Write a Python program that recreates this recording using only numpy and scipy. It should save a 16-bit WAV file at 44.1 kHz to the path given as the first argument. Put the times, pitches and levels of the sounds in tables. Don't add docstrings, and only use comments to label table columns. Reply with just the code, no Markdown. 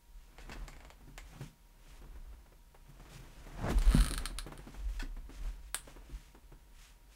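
import sys
import numpy as np
from scipy import signal
from scipy.fft import rfft, irfft, next_fast_len
from scipy.io import wavfile
from scipy.ndimage import map_coordinates

SR = 44100
rng = np.random.default_rng(int(sys.argv[2]) if len(sys.argv) > 2 else 0)


def to_wav(s):
    ch = np.atleast_2d(s).T
    pcm = np.round(np.clip(ch, -1, 1) * 32767)
    wavfile.write(sys.argv[1], SR, pcm.astype(np.int16))


N = 315315


def amp(db):
    return 10 ** (np.asarray(db) / 20)


def unit(x):
    return x / np.sqrt(np.mean(x ** 2) + 1e-20)


def along(points, hz):
    freq_hz, values = np.transpose(points)
    return np.interp(np.log(hz + 1), np.log(freq_hz + 1), values)


def curve(points):
    time_s, values = np.transpose(points)
    return np.interp(np.arange(N) / SR, time_s, values)


def wobble(rate_hz):
    knots = rng.standard_normal(int(N * rate_hz / SR) + 4)
    return map_coordinates(knots, [np.arange(N) * rate_hz / SR])


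def swells(rows):
    t = np.arange(0, N, 64) / SR
    power = sum(amp(db) ** 2 * np.exp(-((t - mid_s) / half_s) ** 2) for mid_s, half_s, db in rows)
    return np.interp(np.arange(N) / SR, t, np.sqrt(power))


def filtered(x, response):
    size = next_fast_len(len(x) + SR // 2)
    return irfft(rfft(x, size) * response(np.fft.rfftfreq(size, 1 / SR)), size)[:len(x)]


def coloured(x, spectrum):
    return unit(filtered(x, lambda hz: amp(along(spectrum, hz))))


def shelf(x, edge_hz, low_db, high_db):
    low = signal.sosfilt(signal.butter(1, edge_hz, fs=SR, output="sos"), x)
    return amp(low_db) * low + amp(high_db) * (x - low)


def causal(gain):
    cepstrum = irfft(np.log(gain + 1e-6))
    size = len(cepstrum)
    folded = np.r_[0, 2 * cepstrum[1:size // 2]]
    response = irfft(np.exp(rfft(folded, size)))
    return response / np.linalg.norm(response)


def ring(modes, scatter_db, size=8192):
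    hz = np.fft.rfftfreq(size, 1 / SR) + 1
    power = 0
    for mode_hz, width_hz, db in modes:
        detuning = (mode_hz ** 2 - hz ** 2) / (hz * width_hz)
        power += amp(db + scatter_db * rng.normal()) ** 2 / (1 + detuning ** 2)
    return causal(np.sqrt(power))


def impulse(spectrum, size=8192):
    return causal(amp(along(spectrum, np.fft.rfftfreq(size, 1 / SR))))


def contact(t60_s, chatter, size=8192):
    burst = rng.standard_normal(size) * amp(-60 * np.arange(size) / SR / t60_s)
    burst *= chatter / np.linalg.norm(burst)
    burst[0] += 1
    phase = np.angle(rfft(burst))
    burst = irfft(np.exp(1j * phase))[:size // 2]
    return burst / np.linalg.norm(burst)


def add(track, start_s, sound):
    part = track[max(round(start_s * SR), 0):][:len(sound)]
    part += sound[:len(part)]


def room(direct, wet_db, size=12288):
    # freq_hz, t60_s
    decay = [(100, 0.38), (500, 0.14), (2000, 0.19), (9000, 0.19), (16000, 0.14)]
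    hz, t, bins = signal.stft(rng.standard_normal(size), SR, nperseg=256)
    tail = signal.istft(bins * amp(-60 * t / along(decay, hz)[:, None]), SR, nperseg=256)[1]
    tail = soften(tail, attack_s=0.0011)
    tail *= amp(wet_db) / np.linalg.norm(tail)
    add(tail, 0, direct)
    return tail


def soften(x, attack_s):
    return x * (1 - np.exp(-np.arange(len(x)) / SR / attack_s))


def friction(spectrum, grain_db, flutter_db, flutter_hz):
    catches = rng.standard_normal(N) * amp(grain_db * wobble(1500) + flutter_db * wobble(flutter_hz))
    return coloured(catches, spectrum)


def background(whine_hz=945, whine_db=-78):
    # freq_hz, density_db_per_hz
    floor = [(15, -100), (30, -83), (50, -83), (75, -96), (150, -96), (360, -107), (900, -110),
             (2000, -111), (7000, -115), (15800, -116)]
    hiss = filtered(rng.standard_normal(N), lambda hz: amp(along(floor, hz)) * np.sqrt(SR / 2))
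    whine = np.sin(2 * np.pi * np.cumsum(whine_hz + 1.61 * wobble(6)) / SR)
    return hiss + amp(whine_db) * whine


def rumble(sway_hz=44, lumpy_db=2):
    # time_s, level_db
    levels = [(0, -70), (0.15, -50.5), (0.31, -60.5), (0.6, -46), (0.98, -57.5), (1.13, -49), (1.6, -65.5),
              (2.2, -47), (2.5, -59.5), (3.5, -54.5), (3.72, -36), (4.06, -33), (4.35, -45), (4.72, -54),
              (4.9, -36.5), (5.33, -51), (5.45, -38), (5.62, -50), (6.4, -58.5), (7.15, -60)]
    # mid_s, half_length_s, level_db
    heaves = [(0.633, 0.019, -40), (3.772, 0.014, -23), (3.888, 0.027, -16), (4.008, 0.025, -18),
              (4.876, 0.024, -29.5), (6.15, .02, -35.5)]
    # freq_hz, gain_db
    spectrum = [(15, -23), (26, -2.5), (36, 2), (50, -2), (62, -12), (85, -32.5), (200, -67)]
    stir = signal.hilbert(coloured(rng.standard_normal(N), spectrum))
    sway = unit(stir.real / np.sqrt(0.55 + np.abs(stir) ** 2))
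    out = amp(curve(levels) + lumpy_db * wobble(13)) * sway
    for mid_s, half_s, db in heaves:
        t = np.arange(N) / SR - mid_s
        out += amp(db) * np.exp(-(t / half_s) ** 2) * np.cos(2 * np.pi * sway_hz * t)
    return out


def rustle(cloth_db=-12, nudge_db=-4.5):
    # time_s, level_db
    efforts = [(0, -89), (0.54, -55.5), (1.0, -70.5), (1.2, -70), (1.36, -59.5), (1.58, -80), (1.9, -66.5),
               (2.3, -68.5), (2.66, -81.5), (3.12, -58.5), (3.35, -63.5), (3.98, -46), (4.1, -54.5),
               (4.22, -51.5), (4.35, -63), (4.95, -64), (5.2, -71.5), (5.45, -61), (5.72, -76), (5.92, -63),
               (6.45, -74.5), (7.15, -72.5)]
    # mid_s, half_length_s, level_db
    swishes = [(0.25, 0.08, -73), (0.42, 0.019, -64), (1.31, 0.052, -65), (1.44, 0.04, -60.5),
               (1.92, 0.07, -65.5), (3.15, 0.034, -58.5), (3.45, 0.34, -67), (3.71, 0.014, -46),
               (3.88, 0.17, -57.5), (4.75, 0.092, -64.5), (4.96, 0.061, -62.5), (5.36, 0.037, -61),
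               (5.48, 0.061, -63.5), (5.665, 0.037, -69), (5.895, 0.036, -61.5), (6.19, 0.092, -65),
               (6.84, 0.057, -61), (7.14, 0.027, -66)]
    # mid_s, half_length_s, level_db
    nudges = [(1.09, 0.046, -58), (1.41, 0.067, -54.5), (2.9, 0.012, -53), (3.175, 0.056, -53),
              (4.02, 0.044, -38), (6.15, 0.04, -58)]
    # freq_hz, gain_db
    upholstery_colour = [(40, -10), (90, -4.5), (145, 7), (200, -2.5), (255, 4.5), (400, -1), (800, -2.5),
                         (1500, -5.5), (3000, -14.5), (8000, -32.5)]
    # freq_hz, gain_db
    cloth_colour = [(400, -16), (1200, 0.5), (2500, 5), (4500, -0.5), (6500, 0), (8500, -3.5), (11500, -8),
                    (16000, -19)]
    # freq_hz, gain_db
    nudge_colour = [(70, -21), (115, 1.5), (146, 11), (165, 0.5), (190, -10), (250, -4.5), (320, -14.5),
                    (600, -34.5)]
    effort = amp(curve(efforts))
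    rub = friction(upholstery_colour, grain_db=2, flutter_db=1.7, flutter_hz=60)
    cloth = friction(cloth_colour, grain_db=1.5, flutter_db=1.26, flutter_hz=100)
    hum = coloured(rng.standard_normal(N), nudge_colour)
    cloth_gain = np.hypot(swells(swishes), amp(cloth_db) * effort)
    hum_gain = np.hypot(swells(nudges), amp(nudge_db) * effort)
    return effort * rub + cloth_gain * cloth + hum_gain * hum


def slide(full_s=3.662, free_s=3.705, level_db=-35, rise_db_per_s=170, fall_db_per_s=520):
    # freq_hz, gain_db
    cushion = [(50, -6), (130, 9.5), (260, -3.5), (420, -8), (680, -4), (1100, -12), (1600, -12),
               (3000, -28.5), (8000, -37), (16000, -71)]
    t = np.arange(N) / SR
    db = level_db - rise_db_per_s * np.maximum(full_s - t, 0) - fall_db_per_s * np.maximum(t - free_s, 0)
    return amp(db) * friction(cushion, grain_db=3, flutter_db=1.5, flutter_hz=150)


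def creaks(jitter=0.28):
    # start_s, length_s, level_db, slip_rate_hz, treble_db
    events = [(0.39, 0.073, -66, 500, -4), (0.517, 0.029, -49.5, 470, -7), (3.974, 0.014, -46, 600, -1),
              (4.995, 0.014, -45.5, 700, 0), (5.012, 0.015, -49.5, 360, 2)]
    # freq_hz, width_hz, gain_db
    modes = [(890, 590, -5), (1493, 27, 11), (1740, 93, 2), (1940, 81, 4.5), (2590, 60, 5),
             (3320, 200, -2.5), (4400, 680, -8), (5120, 620, -9.5), (7440, 840, -13.5), (12000, 4000, -30)]
    out = np.zeros(N)
    for start_s, length_s, db, rate_hz, treble_db in events:
        gaps, sizes = rng.standard_normal((2, 64))
        slip_s = np.r_[0, np.cumsum(np.exp(jitter * gaps[1:]))] / rate_hz
        slips = np.bincount((slip_s * SR).astype(int), amp(2 * sizes) * (slip_s < length_s))
        drive = room(slips / np.linalg.norm(slips), wet_db=-2.5)
        creak = signal.fftconvolve(drive, ring(modes, scatter_db=1.5))
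        creak = shelf(creak, edge_hz=6000, low_db=0, high_db=treble_db)
        add(out, start_s, amp(db) * np.sqrt(length_s * SR) * creak)
    return out


def frame():
    # start_s, level_db, treble_db
    ticks = [(0.384, -24.5, -22), (0.496, -23, -12), (0.681, -25, 2.5), (0.731, -30, -9), (0.766, -31, -16),
             (0.805, -28, -21), (0.849, -26.5, -12), (0.903, -25, -6.5), (1.1784, -21, 2),
             (3.054, -34, -17), (3.8202, -21.5, 3.5)]
    # freq_hz, width_hz, gain_db
    modes = [(730, 520, 3), (1680, 200, -2), (2180, 260, 3), (3060, 570, -4), (4500, 730, -6.5),
             (7300, 940, -5), (11600, 3000, -30)]
    out = np.zeros(N)
    for start_s, db, treble_db in ticks:
        plastic = shelf(ring(modes, scatter_db=2.5), edge_hz=2600, low_db=0, high_db=treble_db)
        push = room(contact(t60_s=0.031, chatter=1), wet_db=-2.5)
        add(out, start_s, amp(db) * signal.fftconvolve(push, plastic))
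    return out


def click(start_s=5.7453, level_db=-6):
    # freq_hz, gain_db
    spectrum = [(100, -10), (450, -8.5), (1000, -0.5), (1300, 1.5), (1620, 3.5), (2200, -5), (3500, 0.5),
                (5000, -6), (6500, -12), (8000, 2), (9050, 5.5), (10400, 1), (11500, -8), (16000, -8)]
    out = np.zeros(N)
    blow = contact(t60_s=0.006, chatter=5)
    rattle = amp(-8) * contact(t60_s=0.03, chatter=10)
    push = room(blow + rattle, wet_db=-4.5)
    add(out, start_s, amp(level_db) * signal.fftconvolve(push, impulse(spectrum)))
    return out


def knocks():
    # start_s, level_db, scuff_re_blow_db
    events = [(0.493, -15.5, -11), (1.006, -31, -2), (1.075, -24.5, -10), (1.407, -12, -11),
              (2.015, -25.5, -6.5), (2.04, -27.5, -6.5), (2.155, -31.5, 0), (2.327, -35.5, 2.5),
              (2.459, -32.5, -1), (2.52, -31.5, -2.5), (2.744, -40, 11.5), (2.996, -24.5, -3.5),
              (3.465, -23, -1.5), (3.703, -2.5, -8), (3.908, -15, -1), (4.104, -8.5, -25),
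              (4.302, -18.5, -13), (4.464, -13.5, -4.5), (4.518, -17.5, -1), (4.589, -23, -2.5),
              (4.669, -16, -9.5), (4.742, -25.5, 0.5), (5.025, -16, -13), (5.164, -23, -4),
              (5.292, -18.5, -8.5), (5.451, -25.5, -5.5), (5.872, -23.5, 0), (5.961, -26, -1.5),
              (6.094, -22.5, -19), (6.346, -26, -4), (6.517, -24, -8)]
    # freq_hz, width_hz, gain_db
    modes = [(145.4, 28.5, 4), (233, 39, 0.5), (274.6, 40, 0), (327, 53, -3), (450, 170, -13)]
    # freq_hz, gain_db
    scuff_colour = [(200, -7.5), (400, 1.5), (650, -2), (950, -2), (1500, -6), (2500, -14), (5000, -24.5),
                    (14000, -27.5)]
    out = np.zeros(N)
    for start_s, db, scuff_db in events:
        blow = signal.fftconvolve(room([1], wet_db=-5.5), ring(modes, scatter_db=1.5))
        scrape = room(contact(t60_s=0.047, chatter=7.3), wet_db=-4)
        scuff = signal.fftconvolve(scrape, impulse(scuff_colour))
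        add(out, start_s, amp(db) * soften(blow + amp(scuff_db) * scuff, attack_s=0.003))
    return out


def thump(start_s=3.948, level_db=5.5):
    # freq_hz, gain_db
    spectrum = [(40, -13), (90, -8.5), (150, -0.5), (195, -5.5), (255, -1.5), (330, -15), (450, -24),
                (1000, -35.5), (4000, -74)]
    out = np.zeros(N)
    add(out, start_s, amp(level_db) * signal.fftconvolve(room([1], wet_db=-8), impulse(spectrum)))
    return out


def spring_rush(count=40):
    start_s, fastest_s, end_s = 3.85, 3.945, 4.035
    peak_rate_hz, half_width_s = 150, 0.045
    fastest_db, growth_db_per_s, body_db = -23, 40, 5.5
    t = np.linspace(start_s, end_s, SR // 10)
    rate_hz = peak_rate_hz / (1 + ((t - fastest_s) / half_width_s) ** 2)
    slips_passed = np.cumsum(rate_hz) * (t[1] - t[0])
    jitter, sizes = rng.standard_normal((count, 2)).T
    slip_s = np.interp(np.arange(count) + 0.1 * jitter, slips_passed, t)
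    slip_db = fastest_db + growth_db_per_s * np.minimum(slip_s - fastest_s, half_width_s) + 1.1 * sizes
    return [(s, db, body_db) for s, db in zip(slip_s, slip_db) if s < end_s]


def spring(echo_s=0.008, echo_db=-11):
    # start_s, level_db, body_re_treble_db
    ticks = [(3.7858, -20, -18), (4.009, -14.5, 4.5), (4.0452, -14, 0.5), (4.0639, -17, 5.5),
             (4.0839, -16, 2), (4.1102, -14.5, 0.5), (4.1378, -14, 1.5), (4.1784, -13.5, 3),
             (4.256, -12, 3), (4.386, -12, 0.5), (4.5765, -29, -0.5)]
    # freq_hz, width_hz, gain_db
    modes = [(1280, 116, 2), (1607, 180, -0.5), (2330, 390, -10.5), (3060, 220, -3.5), (4110, 610, -3),
             (5330, 170, -27), (8520, 470, -6), (9170, 430, -1.5), (10430, 280, -3), (13500, 1100, -14.5)]
    out = np.zeros(N)
    for start_s, db, body_db in ticks + spring_rush():
        push = contact(t60_s=0.0095, chatter=2.02)
        add(push, echo_s, amp(echo_db) * contact(t60_s=0.008, chatter=3))
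        steel = shelf(ring(modes, scatter_db=2), edge_hz=4560, low_db=body_db, high_db=0)
        add(out, start_s, amp(db) * signal.fftconvolve(room(push, wet_db=-6.5), steel))
    return out


def scene():
    contacts = frame() + creaks() + knocks() + thump() + click()
    return (contacts + rustle() + slide() + rumble() + background() + spring())[None]


def record(dry):
    cutoff_hz = 15750
    return filtered(dry[0], lambda hz: hz < cutoff_hz)[None]


dry = scene()
out = record(dry)
to_wav(out)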